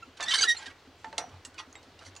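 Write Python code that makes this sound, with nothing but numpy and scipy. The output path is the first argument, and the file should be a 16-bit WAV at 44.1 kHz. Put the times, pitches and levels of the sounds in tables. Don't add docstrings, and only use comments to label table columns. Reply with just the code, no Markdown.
import sys
import numpy as np
from scipy import signal
from scipy.io import wavfile
from scipy.ndimage import uniform_filter1d

SR = 44100
rng = np.random.default_rng(int(sys.argv[2]) if len(sys.argv) > 2 else 0)


def natural_amplitude(level_db):
    exponent = np.asarray(level_db, float) / 20
    return 10 ** exponent


def bounce(signal):
    frames = np.transpose(np.atleast_2d(signal))
    limited = np.clip(frames, -1, 1)
    pcm = np.round(limited * 32767).astype(np.int16)
    wavfile.write(sys.argv[1], SR, pcm)


N = 97020

# centre_hz, density_db_per_hz
YARD_SPECTRUM = [(95, -6), (180, -16.5), (300, -8.5), (800, -12), (2250, -16.5), (5500, -22), (8000, -53),
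                 (16000, -41)]
CYLINDER_LEVELS_DB = [2, -4, -1.5, 1.5, -10.5, 2, -10, -2]
# centre_hz, width_hz, level_db
EXHAUST_MODES = [(40, 22, -6.5), (79.4, 30, -2.5), (90, 18.3, 3.5), (318, 21, -2.5), (410, 110, -8)]
# start_s, length_s, pitch_hz, level_db, strongest_harmonic
SQUEAKS = [(0.022, 0.02, 1355, -46, 0.85), (0.206, 0.059, 1755, -39, 1.49),
           (0.251, 0.041, 1778, -39.5, 1.62), (0.273, 0.059, 1911, -30, 1.43),
           (0.304, 0.038, 3034, -27.5, 0.79), (.337, 0.022, 3122, -19, 0.42),
           (0.351, 0.014, 1524, -28.5, 2), (.388, 0.02, 2210, -32.5, .9), (0.415, 0.035, 1560, -26.5, 2.7),
           (0.436, 0.012, 1403, -25.5, 0.96), (0.484, 0.072, 5910, -38.5, 0.83),
           (0.333, 0.014, 1050, -33.5, 0.72), (0.441, 0.042, 1747, -33.5, 0.59),
           (0.467, 0.075, 1879, -20, 1.4), (0.564, 0.019, 4190, -29, 0.46), (0.567, 0.035, 7180, -35, 0.67),
           (0.616, 0.027, 1603, -48.5, 0.82), (0.655, 0.028, 1867, -42.5, 1.46),
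           (0.675, 0.019, 1626, -46.5, 0.89), (1.535, 0.051, 1480, -59.5, 0.83)]
# start_s, length_s, level_db, colour_hz
STROKES = [(0.169, 0.019, -49, 3110), (0.189, 0.018, -52, 1590), (0.224, 0.028, -40, 4580),
           (0.234, 0.27, -45.5, 2200), (0.278, 0.068, -40.5, 3670), (0.306, 0.048, -32.5, 3360),
           (0.336, 0.043, -27.5, 3860), (0.376, 0.039, -29, 3486), (0.406, 0.038, -32, 3664),
           (0.427, 0.029, -27, 3360), (0.483, 0.052, -35.5, 4686), (0.533, 0.16, -55, 3110),
           (0.577, 0.014, -54, 5030), (0.657, 0.02, -47, 2960), (0.698, 0.029, -51.5, 1400),
           (0.37, 0.16, -45, 1000), (1.577, 0.045, -43, 2200), (1.602, 0.088, -59.5, 1100),
           (1.996, 0.072, -64, 3000), (2.046, 0.057, -52, 3840), (1.17, 0.083, -48.5, 695),
           (1.235, 0.19, -58.5, 517), (0.973, 0.24, -68, 4320), (2.008, 0.041, -55, 1100),
           (2.058, 0.031, -55, 890), (0.534, 0.19, -51, 1740)]
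# centre_hz, width_hz, level_db
COUPLER_MODES = [(1340, 330, 7), (1934, 12, 7.5), (2200, 6.2, -14), (2960, 250, 3.5), (4040, 120, 3.5),
                 (4550, 47, 5.5), (6167, 59, 3), (7300, 38, -14), (8120, 68, -39.5)]
# start_s, peak_db, colour_hz, t60_s
KNOCKS = [(0.172, -48, 3400, 0.049), (.198, -32, 950, 0.32), (0.205, -26, 3170, 0.083),
          (.664, -32, 3100, 0.054), (1.044, -28.5, 1740, 0.02), (1.127, -30.5, 1710, 0.017),
          (1.18, -14.5, 4400, 0.031), (1.291, -48, 3000, 0.054), (1.543, -45.5, 5300, 0.03),
          (0.283, -33, 3900, 0.053), (0.567, -50.5, 4470, 0.026), (1.449, -35, 5600, 0.073),
          (1.727, -49.5, 6300, 0.037), (1.753, -33.5, 2230, 0.013), (1.828, -50, 4360, 0.097),
          (1.99, -42.5, 4100, 0.036), (2.152, -40.5, 5030, 0.021), (2.163, -40, 5050, 0.054)]
# start_s, length_s, pitch_hz, level_db
CATCHES = [(.209, 0.0099, 3670, -38.5), (.228, .02, 5980, -44.5), (.229, 0.024, 4370, -43),
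           (.234, 0.0076, 8950, -52), (.236, 0.013, 7760, -48), (.282, 0.0098, 3586, -35.5),
           (.297, 0.025, 7590, -47.5), (.312, .018, 4270, -41), (.314, .022, 3547, -34),
           (.316, 0.031, 2217, -40.5), (.322, .014, 1318, -40), (.337, 0.011, 3670, -29),
           (.337, .014, 6130, -42), (.344, .013, 3815, -37.5), (.344, .013, 4130, -34.5),
           (.345, .012, 1862, -37.5), (.354, 0.022, 4590, -36.5), (.354, 0.013, 5930, -38),
           (.364, 0.024, 3230, -39), (.373, .014, 1580, -41.5), (.375, 0.027, 3967, -32.5),
           (.381, 0.015, 6270, -35), (.385, .012, 4630, -32.5), (.404, .01, 3760, -35),
           (.405, 0.018, 1618, -35), (.406, 0.029, 6270, -29.5), (.409, 0.03, 7840, -42),
           (.417, 0.025, 4687, -24), (.435, .013, 2710, -43), (.437, 0.0092, 3940, -25),
           (.438, .01, 6700, -39), (.445, 0.015, 2890, -38)]
# start_s, level_db, pitch_hz
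THUDS = [
    (0.229, -61, 178),
    (1.059, -61, 188.7),
    (1.201, -61, 157),
    (1.299, -54.5, 129),
    (1.314, -47, 91),
    (2.05, -52.5, 95),
]
# start_s, pitch_hz, level_db, t60_s
RINGS = [(1.044, 881, -37, 0.2), (1.046, 722, -49, 0.3), (1.045, 1787, -37.5, 0.041),
         (1.128, 904, -43.5, 0.16), (1.13, 567, -44, 0.12), (1.24, 757, -36.5, 0.06),
         (1.45, 1050, -51, 0.043), (1.45, 1870, -46.5, 0.058), (1.45, 6510, -41, 0.039),
         (1.45, 7130, -50, 0.054), (1.45, 7700, -42, 0.06), (1.754, 2085, -42.5, 0.042),
         (1.45, 2800, -39, 0.036), (1.582, 2480, -34.5, 0.034), (1.585, 5780, -46.5, 0.15),
         (1.586, 1048, -38, 0.1), (1.589, 1234, -39.5, 0.12), (1.59, 4810, -41.5, 0.049),
         (1.6, 874, -43.5, 0.1), (1.727, 6510, -39, 0.014), (1.755, 3770, -51.5, 0.15),
         (1.755, 7620, -49.5, 0.083), (1.991, 2836, -48.5, 0.05), (1.991, 3790, -52, 0.056),
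         (2.163, 6930, -43.5, 0.077), (2.163, 6110, -55, 0.18), (2.163, 4630, -53, 0.088),
         (2.164, 2710, -47, 0.057), (2.165, 1150, -51, 0.077)]
# pitch_hz, level_db, t60_s
HITCH_MODES = [(544, -13, .3), (705, -3, .2), (877, -3, .15), (1593, -10, .065), (1868, -9, .15),
               (1297, -8, .09), (2126, -1, .09), (3585, -2, .05), (4050, 2, .045), (5039, -12, .1),
               (5835, -8, .27), (7000, -13, .1), (8414, -24, .12), (9518, -13, .075)]


def level(x, db):
    return x * natural_amplitude(db) / np.sqrt(np.mean(x ** 2))


def band(x, hz, width_hz):
    return signal.lfilter(*signal.iirpeak(min(hz, 0.4 * SR), max(hz / width_hz, 0.3), fs=SR), x)


def band_twice(x, hz, width_hz):
    return band(band(x, hz, width_hz), hz, width_hz)


def walk(rate_hz, size):
    k = int(SR / rate_hz)
    steps = np.repeat(rng.standard_normal(size // k + 1), k)
    return 1.31 * uniform_filter1d(uniform_filter1d(steps, k), k)[:size]


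def swell(size, rise):
    u = np.arange(size) / size
    ramp = np.minimum(u / rise, (1 - u) / (1 - rise))
    return np.sin(np.pi / 2 * np.clip(ramp, 0, 1)) ** 0.91


def decay(t, t60_s):
    return np.exp(-np.log(1000) * t / t60_s)


def ring(t, hz, t60_s):
    rough_db = 4 * min(1500 / hz, 1) ** 2
    rattle = natural_amplitude(rough_db * np.minimum(walk(150, len(t)), 0.5))
    return rattle * np.sin(2 * np.pi * hz * t) * decay(t, t60_s)


def strike_time():
    t = np.arange(int(0.3 * SR)) / SR
    return t, np.minimum(t / 0.00082, 1)


def add(out, x, start_s):
    i = int(start_s * SR)
    out[i:i + len(x)] += x[:N - i]


def add_bouncing(out, x, start_s):
    bounce_s, bounce_db = 0.0097, -19.5
    add(out, x, start_s)
    add(out, x * natural_amplitude(bounce_db), start_s + bounce_s)


def yard():
    drift_db, flicker_db = 0.6, 1.3
    side_db, side_corner_hz, pan_db = -6, 6060, 0
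    out, drift = 0, walk(1.82, N)
    table, lr = np.array(YARD_SPECTRUM), np.array([[1], [-1]])
    for hz in 92 * 2 ** np.arange(0, 7.6, 0.5):
        mid = band_twice(rng.standard_normal(N), hz, hz / 2)
        side = band_twice(rng.standard_normal(N), hz, hz / 2)
        db = np.interp(np.log(hz), np.log(table[:, 0]), table[:, 1])
        db = db + drift_db * drift + flicker_db * walk(26, N)
        width = natural_amplitude(side_db) * min(hz / side_corner_hz + 0.18, 1)
        pan = natural_amplitude(-0.5 * pan_db * min(hz / 600, 1) * lr)
        out = out + natural_amplitude(db) * (mid + width * side * lr) * pan
    return level(out, -57.5)


def idle():
    cycle_s, first_firing_s, jitter_s, spread_db = 0.2, 0.072, 0.00043, 1.7
    idle_db, chuff_db, chuff_hz, chuff_width_hz = -63.5, -65.5, 261, 37
    k = np.arange(-8, int(8 * N / SR / cycle_s))
    pad = int(cycle_s * SR)
    firing_s = first_firing_s + cycle_s * (k / 8 + 1) + jitter_s * rng.standard_normal(len(k))
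    at = (firing_s * SR).astype(int)
    pulses, chuffs = np.zeros(N + 3 * pad), np.zeros(N + 3 * pad)
    pulses[at] = natural_amplitude(np.array(CYLINDER_LEVELS_DB)[k % 8] + spread_db * rng.standard_normal(len(k)))
    chuffs[at[::8]] = pulses[at[::8]]
    pipe = sum(natural_amplitude(db) * band_twice(pulses, hz, 1.04 * width_hz) for hz, width_hz, db in EXHAUST_MODES)
    chuff = band_twice(chuffs, chuff_hz, chuff_width_hz)
    return level(pipe[pad:pad + N], idle_db) + level(chuff[pad:pad + N], chuff_db)


def squeaks():
    harmonic_fall_db, flutter_db, wobble_depth, sag_per_s = 9.5, 1.5, 0.0084, 0.2
    rise, narrowing = 0.38, 1
    out, wobble = np.zeros(N), walk(150, N)
    flutter = [walk(200, N) for _ in range(6)]
    for start_s, length_s, hz, db, strongest in SQUEAKS:
        i, n = int(start_s * SR), int(length_s * SR)
        sag = sag_per_s * (np.arange(n) - n / 2) / SR
        phase = 2 * np.pi * np.cumsum(hz * (1 + wobble_depth * wobble[i:i + n] - sag)) / SR
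        tone = np.zeros(n)
        for k in range(6):
            if (k + 1) * hz < 0.35 * SR:
                fall_db = harmonic_fall_db * hz / 1700 * abs(k + 1 - strongest)
                gain = natural_amplitude(flutter_db * (0.4 + k) * flutter[k][i:i + n] - fall_db)
                bloom = swell(n, rise) ** (1.4 + narrowing * k)
                tone += gain * bloom * np.sin((k + 1) * phase)
        add(out, tone * natural_amplitude(db) * 2, start_s)
    return out


def contact_slips():
    slips_per_s, spread_db = 7000, 2
    slips = (rng.random(N) < slips_per_s / SR) * rng.choice([-1, 1], N)
    slips = slips * natural_amplitude(spread_db * rng.exponential(size=N))
    return level(slips * natural_amplitude(0.66 * walk(110, N)), 0)


def grind():
    stroke_rise, stroke_width, body_db, scrape_db = 0.14, 1.2, -21.5, -10
    streak_db, streak_spread_oct, streak_width_hz, streak_flicker_db = -7, 0.76, 100, 4.5
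    slips, drive, streaks = contact_slips(), np.zeros(N), np.zeros(N)
    flicker = [natural_amplitude(streak_flicker_db * walk(130, N)) for _ in range(8)]
    spots = rng.uniform(-1.654, 1.7, (len(STROKES), 8))
    for (start_s, length_s, db, hz), spot in zip(STROKES, spots):
        i, n = int(start_s * SR), int(length_s * SR)
        push = np.pad(slips[i:i + n] * swell(n, stroke_rise) * natural_amplitude(db), (0, 512))
        add(drive, band_twice(push, hz, stroke_width * hz) * np.sqrt(SR / hz), start_s)
        for c, octaves in zip(flicker, spot):
            streak_hz = hz * 2 ** (streak_spread_oct * octaves)
            add(streaks, band(push * c[i:i + len(push)], streak_hz, streak_width_hz), start_s)
    body = sum(natural_amplitude(db) * np.sqrt(hz / width_hz) * band(drive, hz, width_hz)
               for hz, width_hz, db in COUPLER_MODES)
    streaks = streaks * natural_amplitude(streak_db) * np.sqrt(SR / streak_width_hz) / 4
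    return body * natural_amplitude(body_db) + drive * natural_amplitude(scrape_db) + streaks


def knocks():
    crack_width, crack_db, top_db = 1.41, -6.5, -13
    body_hz, body_db, body_t60_s = 860, -23.5, 0.18
    out, (t, onset) = np.zeros(N), strike_time()
    for start_s, db, hz, t60_s in KNOCKS:
        hiss, fade = rng.standard_normal(len(t)), decay(t, t60_s)
        crack = level(band_twice(hiss, hz, crack_width * hz), db + crack_db) * fade
        edge = np.diff(hiss, prepend=0) * natural_amplitude(db + top_db) * (hz / 4000) ** 2 * fade ** 2
        body = level(band_twice(hiss, body_hz, 1.3 * body_hz), 0.79 * db + body_db)
        add_bouncing(out, (crack + edge + body * decay(t, body_t60_s)) * onset, start_s)
    return out


def catches():
    rise, wobble_depth, flutter_db = 0.45, 0.006, 2.5
    out, wobble, flutter = np.zeros(N), walk(300, N), walk(500, N)
    for k, (start_s, length_s, hz, db) in enumerate(CATCHES):
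        n, i = int(length_s * SR), k * (N // 40)
        phase = 2 * np.pi * np.cumsum(hz * (1 + wobble_depth * wobble[i:i + n])) / SR
        gain = natural_amplitude(db + flutter_db * flutter[i:i + n]) * 2
        add(out, gain * swell(n, rise) * np.sin(phase), start_s)
    return out


def thuds():
    out, n = np.zeros(N), int(0.12 * SR)
    for start_s, db, hz in THUDS:
        add(out, natural_amplitude(db) * swell(n, 0.2) * np.sin(2 * np.pi * hz * np.arange(n) / SR), start_s)
    return out


def link_rings():
    out, (t, onset) = np.zeros(N), strike_time()
    for start_s, hz, db, t60_s in RINGS:
        add(out, natural_amplitude(db) * ring(t, hz, t60_s) * onset, start_s)
    return out


def clank():
    clank_s, clank_db = 1.18, -32
    out, (t, onset) = np.zeros(N), strike_time()
    modes = sum(natural_amplitude(db) * ring(t, hz, t60_s) for hz, db, t60_s in HITCH_MODES)
    add_bouncing(out, modes * natural_amplitude(clank_db) * onset, clank_s)
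    return out


def echoes(metal):
    echo_db, t60_s, gap_s = -12.5, 0.11, 0.004
    side_db, side_treble_db = -4, 20.5
    t = np.arange(int(0.4 * SR)) / SR
    tails = rng.standard_normal((2, len(t))) * decay(t, t60_s) * (t > gap_s)
    mid, side = (signal.fftconvolve(metal, x / np.sqrt(np.sum(x ** 2)))[:N] * natural_amplitude(echo_db) for x in tails)
    side = side + natural_amplitude(side_treble_db) * band_twice(side, 12200, 5000)
    return mid, side * natural_amplitude(side_db)


def scene():
    metal = squeaks() + grind() + knocks() + catches() + thuds() + link_rings() + clank()
    metal = signal.lfilter(*signal.butter(1, 60, "high", fs=SR), metal)
    mid, side = echoes(metal)
    pan_db, lr = 3, np.array([[-0.5], [0.5]])
    return (metal + mid) * natural_amplitude(pan_db * lr) - 2 * lr * side + yard() + idle()


def roll_off(x):
    return signal.sosfilt(signal.butter(12, 16500, fs=SR, output="sos"), x)


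def record(dry):
    port_corner_hz, limit, top_hz = 300, 0.33, 15900
    mic_top_hz, hiss_db, leak_hz, leak_db, leak_hiss_db = 10340, -74.5, 12400, -17, 16
    mid = (dry[0] + dry[1]) / 2
    side = signal.lfilter(*signal.butter(2, port_corner_hz, "high", fs=SR), dry[0] - dry[1]) / 2
    ports = limit * np.tanh(np.array([mid + side, mid - side]) / limit)
    low = signal.sosfilt(signal.butter(10, mic_top_hz, fs=SR, output="sos"), ports)
    hiss = band(rng.standard_normal(ports.shape), 9000, 9000) * natural_amplitude(hiss_db)
    low_hiss = signal.sosfilt(signal.butter(6, mic_top_hz, fs=SR, output="sos"), hiss)
    treble = ports + (hiss[0] + 0.28 * hiss) * natural_amplitude(leak_hiss_db)
    leak = signal.sosfilt(signal.butter(6, leak_hz, "high", fs=SR, output="sos"), treble)
    heard = low + low_hiss + natural_amplitude(leak_db) * leak
    mix = signal.sosfilt(signal.ellip(8, 0.2, 60, top_hz, fs=SR, output="sos"), heard)
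    return roll_off(mix)


dry = scene()
out = record(dry)
bounce(out)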